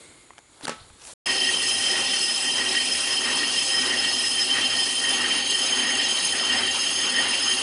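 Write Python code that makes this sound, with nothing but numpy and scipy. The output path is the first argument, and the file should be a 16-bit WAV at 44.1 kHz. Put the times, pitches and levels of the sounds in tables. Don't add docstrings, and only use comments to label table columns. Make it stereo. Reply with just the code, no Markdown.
import sys
import numpy as np
from scipy import signal
from scipy.fft import rfft, irfft, next_fast_len
from scipy.io import wavfile
from scipy.ndimage import uniform_filter1d

SR = 44100
rng = np.random.default_rng(int(sys.argv[2]) if len(sys.argv) > 2 else 0)


def voltage_ratio(level):
    return 10 ** (np.asarray(level, float) / 20)


def store_wav(level_fs):
    pcm = np.round(np.clip(np.atleast_2d(level_fs), -1, 1) * 32767)
    wavfile.write(sys.argv[1], SR, pcm.T.astype(np.int16))


N = 336042
TIME = np.arange(N) / SR
TURN_S = 0.652
TURN = np.exp(2j * np.pi * TIME / TURN_S)
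JOLT = np.exp(2.6 * ((TURN * np.exp(-2j * np.pi * 0.056)).real - 1))
SHOP_LIKENESS = 0.72
REGISTER_EDGES_HZ = 130, 500, 4500


def in_time(rows):
    s, *columns = np.transpose(rows)
    return [np.interp(TIME, s, c) for c in columns]


def at_hz(points, hz):
    f, *columns = np.transpose(points)
    return [np.interp(np.log(hz), np.log(f), c) for c in columns]


def rms_one(x):
    return x / np.sqrt(np.mean(x ** 2) + 1e-20)


def drift(rate_hz):
    r = np.exp(-80 * np.pi * rate_hz / SR)
    slow = signal.lfilter([1], [1, -2 * r, r * r], rng.standard_normal(N // 40 + 2002))[2000:]
    return np.interp(np.arange(N) / 40, np.arange(len(slow)), rms_one(slow - slow.mean()))


def resonate(x, hz, width_hz):
    r = np.exp(-np.pi * width_hz / SR)
    gain = np.sqrt((1 - r ** 4) / 4) * np.sqrt(2 / (1 + r * r)) * np.sqrt(1 + r * r)
    return signal.lfilter([gain, 0, -gain], [1, -2 * r * np.cos(2 * np.pi * hz / SR), r * r], x)


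def ring(clicks, hz, t60_s):
    r = voltage_ratio(-60 / (max(t60_s, 0.002) * SR))
    w = 2 * np.pi * hz / SR
    return signal.lfilter([0, np.sin(w)], [1, -2 * r * np.cos(w), r * r], clicks + 1e-18)


def pair(mid, side, alike, pan_db=0):
    alike = np.clip(alike, 0, 1)
    both = np.sqrt(1 + alike) * mid + np.sqrt(1 - alike) * side * np.array([[1], [-1]])
    return both * voltage_ratio(np.array([[0.5], [-0.5]]) * pan_db) / np.sqrt(2)


def bands(spectrum, length):
    edges_hz = 36 * 2 ** np.arange(0, 8.6, 0.5)
    white = rng.standard_normal((2, 2, length))
    for k, (low, high) in enumerate(zip(edges_hz, edges_hz[1:])):
        hz = np.sqrt(low * high)
        sos = signal.butter(2, [low, high], "band", fs=SR, output="sos")
        yield hz, voltage_ratio(at_hz(spectrum, hz)[0]) * signal.sosfilt(sos, white[k % 2])


def idle_level(register, t):
    # time_s, level_db
    room_curve = [(0, 0.5), (.25, -5.5), (.45, -10), (.6, -2.5), (.8, -3.5), (1.14, -5.5)]
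    # level_db, share of the room swing followed
    registers = [(-67, .1), (-59, .9), (-53, 0.85), (-50.5, 1.2)]
    # peak_s, rise_s, fall_s, peak_db, pitch_hz
    brushes = [(.01, .05, .07, -55, 300), (.1, .08, .12, -61, 70), (.72, 0.082, 0.04, -40, 300),
               (.84, 0.15, .12, -57, 70), (.8, .06, .07, -50, 1500), (.88, 0.066, 0.076, -56, 300),
               (1.02, .04, .05, -52, 1500), (1.07, 0.067, .25, -40.5, 8000), (1.1, 0.08, .05, -44, 1500),
               (1.11, .12, .12, -54.5, 300), (1.12, .12, .12, -57.5, 70)]
    slope_db = 16
    level_db, share = registers[register]
    power = voltage_ratio(level_db + share * in_time(room_curve)[0][:len(t)]) ** 2
    for s, rise_s, fall_s, peak_db, hz in brushes:
        if np.searchsorted(REGISTER_EDGES_HZ, hz) == register:
            distance = np.maximum((s - t) / rise_s, (t - s) / fall_s)
            power = power + voltage_ratio(peak_db - slope_db * distance) ** 2
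    return np.sqrt(power)


def shop(length):
    # freq_hz, level_db per Hz
    shop_colour = [(24, -36), (40, -7), (316, -3.5), (483, -3.5), (890, -2.5), (2750, -9), (3730, -2),
                   (5700, -25), (6870, -18), (9780, -9), (11000, -15), (14300, -44), (22000, -120)]
    # pitch_hz, width_hz, level_db, t60_s
    shop_whines = [(310, 84, -60.5, 3.1), (2140, 130, -58.5, 2.4), (6980, 180, -65.5, 9.7),
                   (8330, 200, -58, 1.2)]
    t = TIME[:length]
    layers = np.zeros((4, 2, length))
    for hz, (mid, side) in bands(shop_colour, length):
        flicker = voltage_ratio(1.2 * drift(11)[:length])
        layers[np.searchsorted(REGISTER_EDGES_HZ, hz)] += flicker * pair(mid, side, SHOP_LIKENESS, 1.1)
    out = sum(idle_level(k, t) * rms_one(layer) for k, layer in enumerate(layers))
    for hz, width_hz, level_db, t60_s in shop_whines:
        whine = resonate(rng.standard_normal((2, length)), hz, width_hz)
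        out += voltage_ratio(level_db - 60 * t / t60_s) * pair(*whine, SHOP_LIKENESS)
    return out


def crackle(length):
    start_s, rate_per_s, level_db, pitch_hz = 0.98, 280, -42.5, 5500
    pressure = np.clip((TIME[:length] - start_s) / 0.051, 0, 1)
    sizes = voltage_ratio(4.5 * np.minimum(rng.exponential(1, length), 3)) * rng.choice([-1, 1], length)
    snaps = sizes * pressure * (rng.random(length) < rate_per_s / SR)
    tone = ring(snaps, pitch_hz, 0.002) + 0.5 * ring(snaps, 0.55 * pitch_hz, 0.0021)
    return voltage_ratio(level_db) * pair(tone, 0, 0.8, 1.5)


def thumps(length):
    # start_s, peak_db, pitch_hz
    pushes = [
        (0.635, -37, 285),
        (.642, -37, 288),
        (.815, -42, 75),
        (.836, -50, 75),
        (.905, -44, 75),
        (.936, -44, 75),
    ]
    out = 0
    for s, peak_db, hz in pushes:
        click = np.arange(length) == round(s * SR)
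        out = out + ring(voltage_ratio(peak_db) * click, hz, 0.06)
    return out


def drag(length):
    # start_s, end_s, pitch_hz, width_hz, final_db
    friction = [
        (0.623, .653, 3800, 900, -39),
        (.625, .653, 13000, 4200, -36.5),
        (0.6, .653, 880, 980, -46.5),
    ]
    out, t = 0, TIME[:length]
    for start_s, end_s, hz, width_hz, level_db in friction:
        growth = np.clip((t - start_s) / (end_s - start_s), 0, 1) ** 0.72 * (t < end_s)
        noise = resonate(rng.standard_normal((2, length)), hz, width_hz)
        out = out + voltage_ratio(level_db) * growth * pair(*noise, 0.67)
    return out


def knocks(length):
    # start_s, peak_db, pitch_hz, crack_rel_db, tail_rel_db
    hits = [(.306, -32.5, 1050, -27, -38), (.334, -45, 1250, -14, -32), (.381, -34, 1670, -11, -43),
            (.388, -39, 830, -6.5, -39), (.610, -37, 900, -10, -26), (.653, -19.5, 4700, -9.5, -34.5),
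            (.670, -24.5, 1500, -12, -34), (.675, -42, 8800, -5.5, -41), (0.6786, -26.5, 1900, -1.5, -27.5),
            (0.6817, -16.5, 884, -11.5, -29), (0.694, -18.5, 565, -11, -19), (0.901, -44.5, 1360, -18, -21),
            (1.051, -44.5, 2480, 2, -20), (1.078, -44, 2180, 1.5, -25)]
    # pitch_hz, level_db, t60_s
    cover_modes = [
        (855, -3, .22),
        (1130, -12, .3),
        (1290, -10, .3),
        (1312, -7, .36),
        (1500, -10, .3),
        (1570, -11, .25),
    ]
    crack_s, crack_db, cover_db = 0.00098, 4, 5
    rattle_hz, rattle_width_hz, rattle_t60_s = 1310, 2400, 0.24
    out, clicks, age = np.zeros((2, length)), np.zeros(length), np.arange(2000) / SR
    grit = signal.lfilter([1], [1, -0.4], rng.standard_normal((len(hits), 2, 2000)))
    crack_shape = age / crack_s * np.exp(1 - age / crack_s)
    for (s, peak_db, hz, rel_db, tail_db), noise in zip(hits, grit):
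        at = round(s * SR)
        t60_s = 0.014 * (hz / 1e3) ** -0.35
        tone = np.sin(2 * np.pi * hz * age) + 0.56 * np.sin(2 * np.pi * 1.85 * hz * age)
        tone = tone * voltage_ratio(-60 * age / max(t60_s, 0.002))
        crack = voltage_ratio(rel_db + crack_db) * pair(*noise, 0.45) * crack_shape
        out[:, at:at + 2000] += voltage_ratio(peak_db) * (pair(tone, 0, 0.85, 5.5) + crack)
        clicks[at] = voltage_ratio(peak_db + tail_db)
    dying = signal.lfilter([1], [1, -voltage_ratio(-60 / (rattle_t60_s * SR))], clicks)
    out += dying * pair(*resonate(rng.standard_normal((2, length)), rattle_hz, rattle_width_hz), 0.51)
    return out + voltage_ratio(cover_db) * sum(voltage_ratio(db) * ring(clicks, hz, t60_s) for hz, db, t60_s in cover_modes)


def swell_db(hz):
    # freq_hz, depth_db, phase_turns
    runout = [(95, 1.5, 0.17), (300, 1.5, 0.02), (1500, 0.5, 0.011), (1900, 2.5, .02), (2700, 1.15, 0.18),
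              (3250, 0.6, 0.15), (4540, 1.5, 0.22), (5000, 0.5, 0.61), (10000, 1.46, 0.58)]
    depth_db, phase = at_hz(runout, hz)
    jolt_db = 2.5 * JOLT if 200 < hz < 2000 else 0
    return depth_db * (TURN * np.exp(-2j * np.pi * phase)).real + jolt_db


def hum():
    pitch_hz, level_db, wander_hz, wobble_db, apart_rad = 95, -58, 2.2, 3.2, 0.25
    phase = 2 * np.pi * np.cumsum(pitch_hz + wander_hz * drift(5.2)) / SR
    lead = apart_rad * drift(2.5) * np.array([[1], [-1]])
    gain_db = level_db + swell_db(pitch_hz) + wobble_db * drift(6.6)
    return voltage_ratio(gain_db) * np.sqrt(2) * np.sin(phase + lead)


def scrape(bite_db, rumble_db, shift):
    # freq_hz, level_db per Hz
    scrape_colour = [(24, -59), (40, -31.5), (156, -20.5), (256, -13.5), (1530, -10.5), (1890, -11.5),
                     (2390, -17.5), (3090, 4.5), (3730, -12), (5070, -10.5), (5440, -8), (6560, -10),
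                     (7040, -20.5), (9550, -7), (11000, -18), (14300, -55), (22000, -120)]
    # freq_hz, left-right likeness
    likeness = [(60, 1), (170, 1), (480, 0.92), (1370, 0.76), (3900, 0.49), (11100, 0.41)]
    level_db, tilt_db, patchy_db, pan_db = -30.5, -11.5, 2.43, 2.5
    out, together = 0, drift(7.2)
    for hz, (mid, side) in bands(scrape_colour, N):
        treble = np.clip(np.log2(hz / 2000), 0, 2) / 2
        gain_db = swell_db(hz) + patchy_db * (together / 2 + drift(19.5))
        gain_db += tilt_db * treble * shift
        gain_db += rumble_db if hz < 1600 else bite_db
        alike = at_hz(likeness, hz)[0] - 0.15
        out = out + voltage_ratio(gain_db) * pair(mid, side, alike, pan_db * min(hz / 800, 1))
    return voltage_ratio(level_db) * rms_one(out)


def drum(bite_db, rumble_db, low_db, high_db, shift):
    # pitch_hz, width_hz, polarity
    drum_modes = [(172, 16, -1), (252, 18, 1), (295, 12, -1), (377, 16, 1), (535, 16, -1), (790, 36, 1),
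                  (1872, 46, -1), (2680, 200, 1), (2808, 44, -1), (3106, 34, 1), (3300, 200, -1),
                  (3490, 16, 1), (3922, 36, 1), (4365, 45, -1), (4520, 150, 1), (5128, 38, -1),
                  (5740, 45, -1), (5952, 40, 1), (6437, 40, -1), (6700, 80, 1), (7220, 180, 1),
                  (7483, 32, -1), (7822, 48, 1), (8335, 45, -1), (8640, 110, 1), (9256, 66, -1),
                  (9450, 80, 1), (9850, 500, -1), (10320, 160, 1), (10720, 90, -1)]
    # rms_db, change_db as the microphone shifts, pan_db left-right
    heard_modes = [(-62, -3, -3), (-48.5, 3.5, .1), (-50.5, -1.5, -0.5), (-48.5, 0, 0), (-55, -2, -4.5),
                   (-48.5, -2.8, 2.5), (-38, 1.5, -0.2), (-40, -11.5, 4), (-35.5, -3.5, 1),
                   (-30, -4.5, 2.5), (-40, -4, 1), (-46, -3, 7), (-42, -3, -4), (-40.5, -6, 1.5),
                   (-42, -2, 8.5), (-31.5, -4.5, 2.5), (-47.5, -8, 1), (-50.5, -14, -8), (-39.5, 4.5, 8.5),
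                   (-48.5, 1, 8), (-52, -2, 5), (-49.5, -4, 2.5), (-44.5, -4.5, -5), (-48.5, -11, 7),
                   (-48, -8.5, 13.5), (-38, 0, -1.5), (-47, -14, -3), (-44.5, -2.5, 10), (-43.5, -7.5, 4.5),
                   (-49, -3, -0.5)]
    flutter_db = 1.5
    lobed_hz, lobe_db, lobe_phase_turns = 1870, 4.5, 0.03
    split = 0.24
    force = rng.standard_normal((2, N)) * voltage_ratio(0.8 * drift(60) + 0.5 * drift(8))
    out = 0
    for (hz, width_hz, polarity), (level_db, change_db, pan_db) in zip(drum_modes, heard_modes):
        group_db = rumble_db if hz < 1600 else low_db if hz < 2000 else bite_db if hz < 4800 else high_db
        gain_db = level_db + group_db + change_db * (shift - 0.5)
        gain_db = gain_db + swell_db(hz) + flutter_db * drift(12.3)
        if abs(hz - lobed_hz) < 100:
            gain_db = gain_db + lobe_db * np.cos(2 * np.pi * (4 * TIME / TURN_S - lobe_phase_turns))
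        lower = resonate(force, hz - split * width_hz, 0.52 * width_hz)
        upper = resonate(force, hz + split * width_hz, 0.79 * width_hz)
        twins = lower + upper
        out = out + polarity * voltage_ratio(gain_db - 6.0) * pair(*twins, 0.93, pan_db)
    return out


def scene():
    # time_s, depth_db, microphone shift 0-1
    cut_curve = [(1.26, -0.5, 0.3), (1.9, -0.3, 0), (2.8, -0.5, 0.14), (3.4, -0.25, 0.22), (3.7, 0.5, 0.38),
                 (4.3, -0.8, 0.24), (4.6, 0.4, 0.27), (4.9, -0.45, 0.26), (5.5, 0.5, 1), (6.4, 0.5, .85),
                 (7.0, 0.5, 0.92), (7.62, 0.7, .98)]
    depth_db, shift = in_time(cut_curve)
    bite_db = depth_db - 3 + 4.12 * shift
    rumble_db = depth_db - 1.07 + 0.3 * shift
    low_db = depth_db + 0.3 - 2.1 * shift
    high_db = depth_db - 1.8 + 1.05 * shift
    out = drum(bite_db, rumble_db, low_db, high_db, shift) + scrape(bite_db, rumble_db, shift) + hum()
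    length = round(1.2 * SR)
    small_body = signal.butter(2, 170, "high", fs=SR, output="sos")
    latch = signal.sosfilt(small_body, knocks(length)) + drag(length)
    out[:, :length] = shop(length) + latch + thumps(length) + crackle(length)
    return out


def low_pass(x):
    return signal.sosfilt(signal.butter(12, 11680, fs=SR, output="sos"), x)


def record(dry):
    # low_hz, high_hz, dropped share early, late
    flickering_bands = [(3640, 3780, .04, .3), (5400, 5600, .12, .45), (7950, 8150, .01, .12),
                        (8960, 9100, .01, .2), (9580, 9750, .05, .15)]
    gap_start_s, gap_end_s, cutoff_hz = 1.138, 1.2575, 11000
    size = next_fast_len(N + SR)
    hz = np.fft.rfftfreq(size, 1 / SR)
    rounded = 0.55 * np.tanh(dry / 0.55)
    top_cut = voltage_ratio(-np.clip(0.45 * (hz - cutoff_hz), 0, 90))
    x = irfft(rfft(rounded, size) * top_cut, size)[:, :N]
    fade_out = np.clip((gap_start_s - TIME) / 0.00195, 0, 1)
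    fade_in = np.clip((TIME - gap_end_s) / 0.0031, 0, 1)
    x = x * (fade_out + fade_in)
    spectrum = rfft(x, size)
    for low, high, early, late in flickering_bands:
        band = irfft(spectrum * ((hz > low) & (hz < high)), size)[:, :N]
        chance = (1 + np.tanh(0.85 * drift(9))) / 2
        dropped = (chance < np.interp(TIME, [4.2, 4.8], [early, late])) & (TIME > 1.35)
        x = x - band * uniform_filter1d(dropped * 1., size=900)
    return low_pass(x)


dry = scene()
out = record(dry)
store_wav(out)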